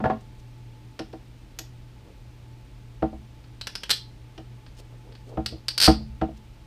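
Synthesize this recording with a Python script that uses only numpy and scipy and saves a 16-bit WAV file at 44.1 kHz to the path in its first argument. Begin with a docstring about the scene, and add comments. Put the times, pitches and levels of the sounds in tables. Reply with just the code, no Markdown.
"""Snowshoe binding on a workbench

A screwdriver lands and bounces, ringing the wooden bench top. A toothed strap is threaded into a buckle:
the pawl snaps over single teeth, then zips over a run. The wooden frame knocks on the bench and rocks back.
Strap and sleeves rub faintly over a small workshop's air noise, hum and thin electrical whine."""
import sys
import numpy as np
from scipy import signal
from scipy.fft import rfft, irfft
from scipy.io import wavfile

SR = 44100
rng = np.random.default_rng(int(sys.argv[2]) if len(sys.argv) > 2 else 0)


def pcm_store(signal):
    """Save signal as 16-bit PCM."""
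    levels = np.round(np.clip(np.atleast_2d(signal), -1, 1) * 32767)
    wavfile.write(sys.argv[1], SR, levels.astype(np.int16).T)


N = 293706

# Snowshoe frame modes. Each row: frequency in Hz, level in dB, T60 in seconds before contact damping.
FRAME_MODES = [(64.3, -1, 0.209), (140.3, -1, 0.16), (188.4, -5, 0.14), (217, -4.5, 0.49),
               (261, -8.5, 0.19), (316.3, 5, 0.14), (334.4, -4, 0.133), (458, -3, 0.098),
               (533, -5.5, 0.089), (628.8, -1, 0.083), (646.4, 0, 0.055), (712, -2.5, 0.067),
               (763, -3, 0.09), (880, -12.5, 0.09), (898, -15.5, 0.076), (1034, -19.5, 0.099),
               (1242, -12, 0.053), (1322, -18, 0.061), (1403, -17.5, 0.0687)]


def gain_of(db):
    """dB to amplitude factor."""
    return 10 ** (np.asarray(db) / 20)


def unit_rms(x):
    """Scale to rms 1."""
    return x / np.sqrt(np.mean(x ** 2) + 1e-20)


def unit_hit(x):
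    """Scale to the energy of 10 ms at rms 1."""
    return x / np.sqrt(np.sum(x ** 2) / (SR * .01))


def curve_at(points, hz):
    """Interpolate on a log-frequency axis."""
    points_hz, values = np.transpose(points)
    return np.interp(np.log(hz + 1), np.log(points_hz + 1), values)


def bump(hz, centre_hz, octaves):
    """Resonant hump of height 1."""
    return 1 / (1 + (np.log2((hz + 1) / centre_hz) / octaves) ** 2)


def add(mix, start_s, sound):
    """Mix in place at start_s."""
    part = mix[max(round(start_s * SR), 0):][:len(sound)]
    part += sound[:len(part)]


def colour(x, db_at, size=4096):
    """Minimum-phase filter with gain db_at(Hz)."""
    log_gain = np.log(gain_of(db_at(abs(np.fft.fftfreq(size, 1 / SR)))))
    impulse = np.fft.ifft(np.exp(np.conj(signal.hilbert(log_gain)))).real
    return signal.fftconvolve(x, impulse[:size // 2])


def noise(gain_at, size):
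    """Steady noise, rms 1, spectrum gain_at(Hz)."""
    white = rfft(rng.standard_normal(size))
    return unit_rms(irfft(white * gain_at(np.fft.rfftfreq(size, 1 / SR)), size))


def burst(decay_s, rise_s, size=8192):
    """Dense modes as spectrally flattened noise that swells and dies."""
    t = np.arange(size) / SR
    envelope = np.exp(-t / decay_s) * (1 - np.exp(-t / rise_s))
    spectrum = rfft(rng.standard_normal(size) * envelope)
    flat = irfft(spectrum / (abs(spectrum) + 1e-12))
    return flat * np.minimum(1, 4 * envelope / envelope.max())


def workshop():
    """Moving air, wavering mains hum and fuzzy fan tones."""
    # Air spectrum. Each row: frequency in Hz, relative density in dB.
    air_spectrum = [(15, -38.5), (28, -3), (52, -1.5), (85, -9.5), (160, -16), (300, -18), (500, -26),
                    (1100, -32.5), (1700, -34.5), (2400, -33), (4500, -38), (7000, -44.5), (11000, -50.5),
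                    (15000, -51.5)]
    # Machine tones, mains first. Each row: frequency in Hz, level in dB, width in Hz (mains: rms drift).
    machine_tones = [(119.5, -48.5, 0.907), (119.6, -54.5, 8.5), (306.5, -68, 15), (866, -67.5, 32)]
    (mains_hz, mains_db, waver_hz), *fan_tones = machine_tones
    air = gain_of(-48.5) * noise(lambda f: gain_of(curve_at(air_spectrum, f)), N)
    drift_hz = waver_hz * noise(lambda f: 1 / (1 + (f / 3) ** 4), N)
    mains = gain_of(mains_db) * unit_rms(np.sin(2 * np.pi * np.cumsum(mains_hz + drift_hz) / SR))
    fans = sum(gain_of(db) * noise(lambda f: 1 / (1 + (2 * (f - hz) / width_hz) ** 2), N)
               for hz, db, width_hz in fan_tones)
    return air + mains + fans


def whine(centre_hz=8550, width_hz=130, pips_per_s=30, pip_s=.0025, first_s=.0167):
    """Narrow-band electrical hiss flaring in regular pips."""
    phase = np.pi * pips_per_s * (np.arange(N) / SR - first_s)
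    pips = gain_of(-13) + np.exp(-(np.sin(phase) / (np.pi * pips_per_s * pip_s)) ** 2)
    hiss = noise(lambda f: 1 / (1 + (2 * (f - centre_hz) / width_hz) ** 4), N)
    return gain_of(-84) * unit_rms(pips * hiss)


def wood_blow(modes, thump_db, slope_db_oct, spot_hz, spot_db, clatter_db):
    """Struck wood: the spot hit favours one band, hardness tilts the treble."""
    # Dense, short-lived overtones. Each row: frequency in Hz, relative density in dB.
    clatter_spectrum = [(60, -3.5), (300, 12.5), (700, 5.5), (1100, 0), (1500, -6), (2200, -14),
                        (3200, -21.5), (5000, -31.5), (8000, -47.5), (15000, -53.5)]
    t = np.arange(SR // 2) / SR
    ring = np.zeros(len(t))
    for k, (hz, db, t60_s) in enumerate(modes):
        swell = 1 - np.exp(-t / (0.096 * t60_s))  # the blow spreads through the wood
        ring += (-1) ** k * gain_of(db - 60 * t / t60_s) * swell * np.sin(2 * np.pi * hz * t)
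    damping_db = -11 * t ** 6 / (t ** 6 + 0.066 ** 6)  # the wood settles back into contact
    body = unit_hit(ring * gain_of(damping_db))
    clatter = colour(burst(decay_s=0.0093, rise_s=0.00095), lambda f: curve_at(clatter_spectrum, f))
    add(body, 0, gain_of(clatter_db) * unit_hit(clatter))
    body = colour(body, lambda f: thump_db * bump(f, 65, octaves=0.98)
                  + spot_db * bump(f, spot_hz, octaves=0.28)
                  + slope_db_oct * np.log2(np.clip(f / 600, 1, 4)))
    return unit_hit(body)


def screwdriver():
    """The tool lands and rocks on the bench top, each bounce with the same treble tilt."""
    # Bench modes. Each row: frequency in Hz, level in dB, T60 in seconds before contact damping.
    bench_modes = [(144, -1.5, 0.096), (220.7, -1, 0.35), (271, -7, 0.34), (410.4, -10, 0.33),
                   (506.6, -9.5, 0.21), (644, -5, 0.14), (741.7, 1.5, 0.076), (883, -5.5, 0.074),
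                   (1078, -5, 0.056), (1400, -7, 0.038), (1707, -10, 0.028)]
    # Bounces. Each row: start in seconds, level in dB, thump in dB, favoured band in Hz, its boost in dB.
    bounces = [(.001, -21.5, 11, 215, 14), (0.0396, -17, 10, 1620, 2.5), (.0555, -16.5, 15, 740, 5),
               (0.0981, -17.5, -3, 760, 7)]
    out = np.zeros(N)
    for start_s, db, thump_db, spot_hz, spot_db in bounces:
        blow = wood_blow(bench_modes, thump_db, slope_db_oct=1.5,
                         spot_hz=spot_hz, spot_db=spot_db, clatter_db=-3.5)
        add(out, start_s, gain_of(db) * blow)
    return out


def rubbing(strokes, centre_hz, octaves):
    """Grainy friction: surfaces catch and slip."""
    out = np.zeros(N)
    for start_s, length_s, db in strokes:
        size = max(int(length_s * SR), 256)
        grip = gain_of(3.2 * noise(lambda f: 1 / (1 + (f / 120) ** 2), size))
        hiss = noise(lambda f: bump(f, centre_hz, octaves) ** 2, size)
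        add(out, start_s, gain_of(db) * unit_rms(hiss * grip * np.hanning(size)))
    return out


def strap_slides():
    """The strap hisses through the fingers."""
    # Slides. Each row: start in seconds, length in seconds, level in dB.
    slides = [(.195, .036, -66), (.379, 0.04, -67.5), (4.755, 0.071, -57.5), (5.249, 0.082, -67),
              (6.352, 0.043, -65)]
    return rubbing(slides, centre_hz=3770, octaves=1.44)


def buckle_click(ring_hz, ring_db, slope_db_oct, overtone):
    """A snap rings the buckle's two lowest modes; the grip sets their pitch."""
    # Bare pawl snap. Each row: frequency in Hz, relative density in dB.
    snap_spectrum = [(100, -12.5), (500, -10.5), (1150, -9), (1450, -1.5), (2100, -5), (3100, 0),
                     (4200, -2.5), (5300, -0.5), (6800, -12), (8400, -8.5), (10500, -13.5), (13300, -12.5),
                     (15000, -32)]

    def resonance(f):
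        return bump(f, ring_hz, octaves=0.2) + overtone * bump(f, 1.89 * ring_hz, octaves=0.083)

    snap = burst(decay_s=0.0018, rise_s=0.00085)
    add(snap, .0037, gain_of(-2) * burst(decay_s=0.003, rise_s=0.00034))  # scatter off bench clutter
    linger_s = .002 + 0.013 / (1 + (ring_hz / 6000) ** 6)  # high modes die sooner
    ring = colour(burst(decay_s=linger_s, rise_s=0.00089), lambda f: 30 * (resonance(f) - 1))
    add(snap, 0, gain_of(-1.5) * ring)
    snap = colour(snap, lambda f: curve_at(snap_spectrum, f) + ring_db * resonance(f)
                  + slope_db_oct * np.log2(1 + f / 3000))
    return unit_hit(snap)


def binding_taps(wood_lag_s=0.00197):
    """The binding taps the frame, metal just ahead of wood. Returns (metal, wood)."""
    # Taps. Each row: start in seconds, relative metal level in dB, wood level in dB, thump in dB,
    # ring in Hz, ring boost in dB, metal treble slope in dB per octave.
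    taps = [(0.9917, -35, -28, -9, 5470, 4.5, -11.5), (1.129, -54, -34, -11, 4800, 6, -10),
            (1.588, -32.5, -41.5, 8, 6730, 17, -5), (4.378, -46, -37, -7, 3000, 5, -11)]
    metal, wood = np.zeros((2, N))
    for start_s, metal_db, wood_db, thump_db, ring_hz, ring_db, slope_db_oct in taps:
        add(metal, start_s, gain_of(metal_db) * buckle_click(ring_hz, ring_db, slope_db_oct, overtone=1))
        blow = wood_blow(FRAME_MODES, thump_db, slope_db_oct=0, spot_hz=385, spot_db=5, clatter_db=-6)
        add(wood, start_s + wood_lag_s, gain_of(wood_db) * blow)
    return metal, wood


def sleeve_brushes():
    """Sleeves brush the frame with a dull rustle."""
    # Brushes. Each row: start in seconds, length in seconds, level in dB.
    brushes = [(2.006, .16, -58.5), (4.775, 0.059, -56.5), (4.902, 0.077, -59.5), (5.013, 0.17, -57.5),
               (5.241, .18, -49), (5.469, .16, -57)]
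    return rubbing(brushes, centre_hz=428, octaves=0.86)


def frame_knocks():
    """The frame hits the bench, jolts the buckle, falls back under its weight. Returns (metal, wood)."""
    # Knocks. Each row: start in seconds, level in dB, thump in dB, favoured band in Hz,
    # relative jolt level in dB, rock-back delay in seconds, rock-back's favoured band in Hz.
    knocks = [(3.0226, -15.5, -0.5, 590, -49, .104, 680), (5.3715, -19.5, 4.5, 644, -48, 0.15, 332),
              (5.8754, -5, 5, 290, -24.5, .13, 64), (6.2136, -16.5, 2, 710, -34.5, 0.071, 695)]
    metal, wood = np.zeros((2, N))
    for start_s, db, thump_db, spot_hz, jolt_db, rock_s, rock_hz in knocks:
        knock = wood_blow(FRAME_MODES, thump_db, slope_db_oct=7.5 + 0.35 * db,
                          spot_hz=spot_hz, spot_db=1.8, clatter_db=-13)
        jolt = buckle_click(ring_hz=3000, ring_db=2, slope_db_oct=-25, overtone=0)
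        thud = wood_blow(FRAME_MODES, thump_db=17, slope_db_oct=-8.5,
                         spot_hz=rock_hz, spot_db=7, clatter_db=-2.5)
        add(wood, start_s, gain_of(db) * knock)
        add(metal, start_s, gain_of(jolt_db) * jolt)
        add(wood, start_s + rock_s, gain_of(-31.5) * thud)
    return metal, wood


def pawl_clicks(clicks, flat_at_db=-18):
    """The harder the pawl snaps, the brighter the click."""
    out = np.zeros(N)
    for start_s, db, ring_hz, ring_db in clicks:
        click = buckle_click(ring_hz, ring_db, slope_db_oct=0.43 * (db - flat_at_db), overtone=0.55)
        add(out, start_s, gain_of(db) * click)
    return out


def buckle_nudges(ring_hz=4560, ring_db=8.5):
    """Fingers nudge the loose buckle into faint ticks."""
    # Nudges. Each row: start in seconds, relative level in dB.
    nudges = [(3.44, -56), (4.6635, -51), (5.1222, -53), (5.152, -50.5)]
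    return pawl_clicks((start_s, db, ring_hz, ring_db) for start_s, db in nudges)


def pawl_teeth():
    """The pawl snaps over teeth one by one, and near 3.9 s runs quickly over a few in a row."""
    # Teeth. Each row: start in seconds, relative level in dB, ring in Hz, ring boost in dB.
    teeth = [(3.6117, -33, 4180, 12.5), (3.67, -30, 5600, 4), (3.753, -29.5, 5150, 10),
             (3.8335, -32.5, 3170, 2.5), (3.894, -28.5, 1580, 3), (3.9039, -18, 4050, 10),
             (3.911, -17.5, 4150, 11), (3.928, -29, 3280, 17), (5.4603, -26, 4460, 10),
             (5.683, -22, 4580, 14)]
    return pawl_clicks(teeth)


def strap_zip(start_s=5.7785, first_gap_s=.0225, steady_gap_s=.0093, ring_hz=4590, ring_db=12):
    """One quick pull: as the strap gathers speed, teeth come closer and hit harder."""
    tooth = np.arange(8)
    gaps_s = steady_gap_s + (first_gap_s - steady_gap_s) * np.exp(-tooth / .75)
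    times_s = start_s + np.cumsum(gaps_s) - gaps_s
    levels_db = -15.5 - 5 * np.exp(-tooth / 1.8)
    return pawl_clicks((at_s, db, ring_hz, ring_db) for at_s, db in zip(times_s, levels_db))


def room(x, wet_db, echoes_per_s=4000):
    """Sparse wall reflections, each band dying at its own rate."""
    # Room decay. Each row: frequency in Hz, T60 in seconds.
    room_t60 = [(100, 0.69), (280, 0.25), (500, 0.19), (1500, 0.19), (3000, 0.23), (4500, 0.28),
                (7000, 0.2), (14000, .17)]
    size = SR // 2
    onset = np.clip((np.arange(size) / SR - .005) / 0.001, 0, 1)
    echoes = rng.choice([-1., 1.], size) * (rng.random(size) < echoes_per_s / SR) * onset
    hz, time_s, bands = signal.stft(echoes, SR, nperseg=512)
    decay = gain_of(-60 * time_s / curve_at(room_t60, hz)[:, None])
    tail = signal.istft(bands * decay, SR, nperseg=512)[1]
    return gain_of(wet_db) * signal.fftconvolve(x, tail / np.linalg.norm(tail))[:N]


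def scene():
    """Mono mix of buckle, wood, hands and workshop; the wood's bass arrives mostly direct."""
    tap_metal, tap_wood = binding_taps()
    knock_metal, knock_wood = frame_knocks()
    metal = gain_of(-0.56) * (tap_metal + knock_metal + buckle_nudges() + pawl_teeth() + strap_zip())
    wood = screwdriver() + tap_wood + knock_wood
    wood_send = colour(wood, lambda f: -9 / (1 + (f / 700) ** 4))
    reverb = room(metal, wet_db=-8) + room(wood_send, wet_db=-5.5)
    hands = strap_slides() + sleeve_brushes()
    return (metal + wood + reverb + hands + workshop() + whine())[None]


def record(dry):
    """Band limit: low-pass at 15450 Hz."""
    lowpass = signal.firwin(401, 15450, window=("kaiser", 8), fs=SR)
    return signal.oaconvolve(dry, lowpass[None], "same")


dry = scene()
out = record(dry)
pcm_store(out)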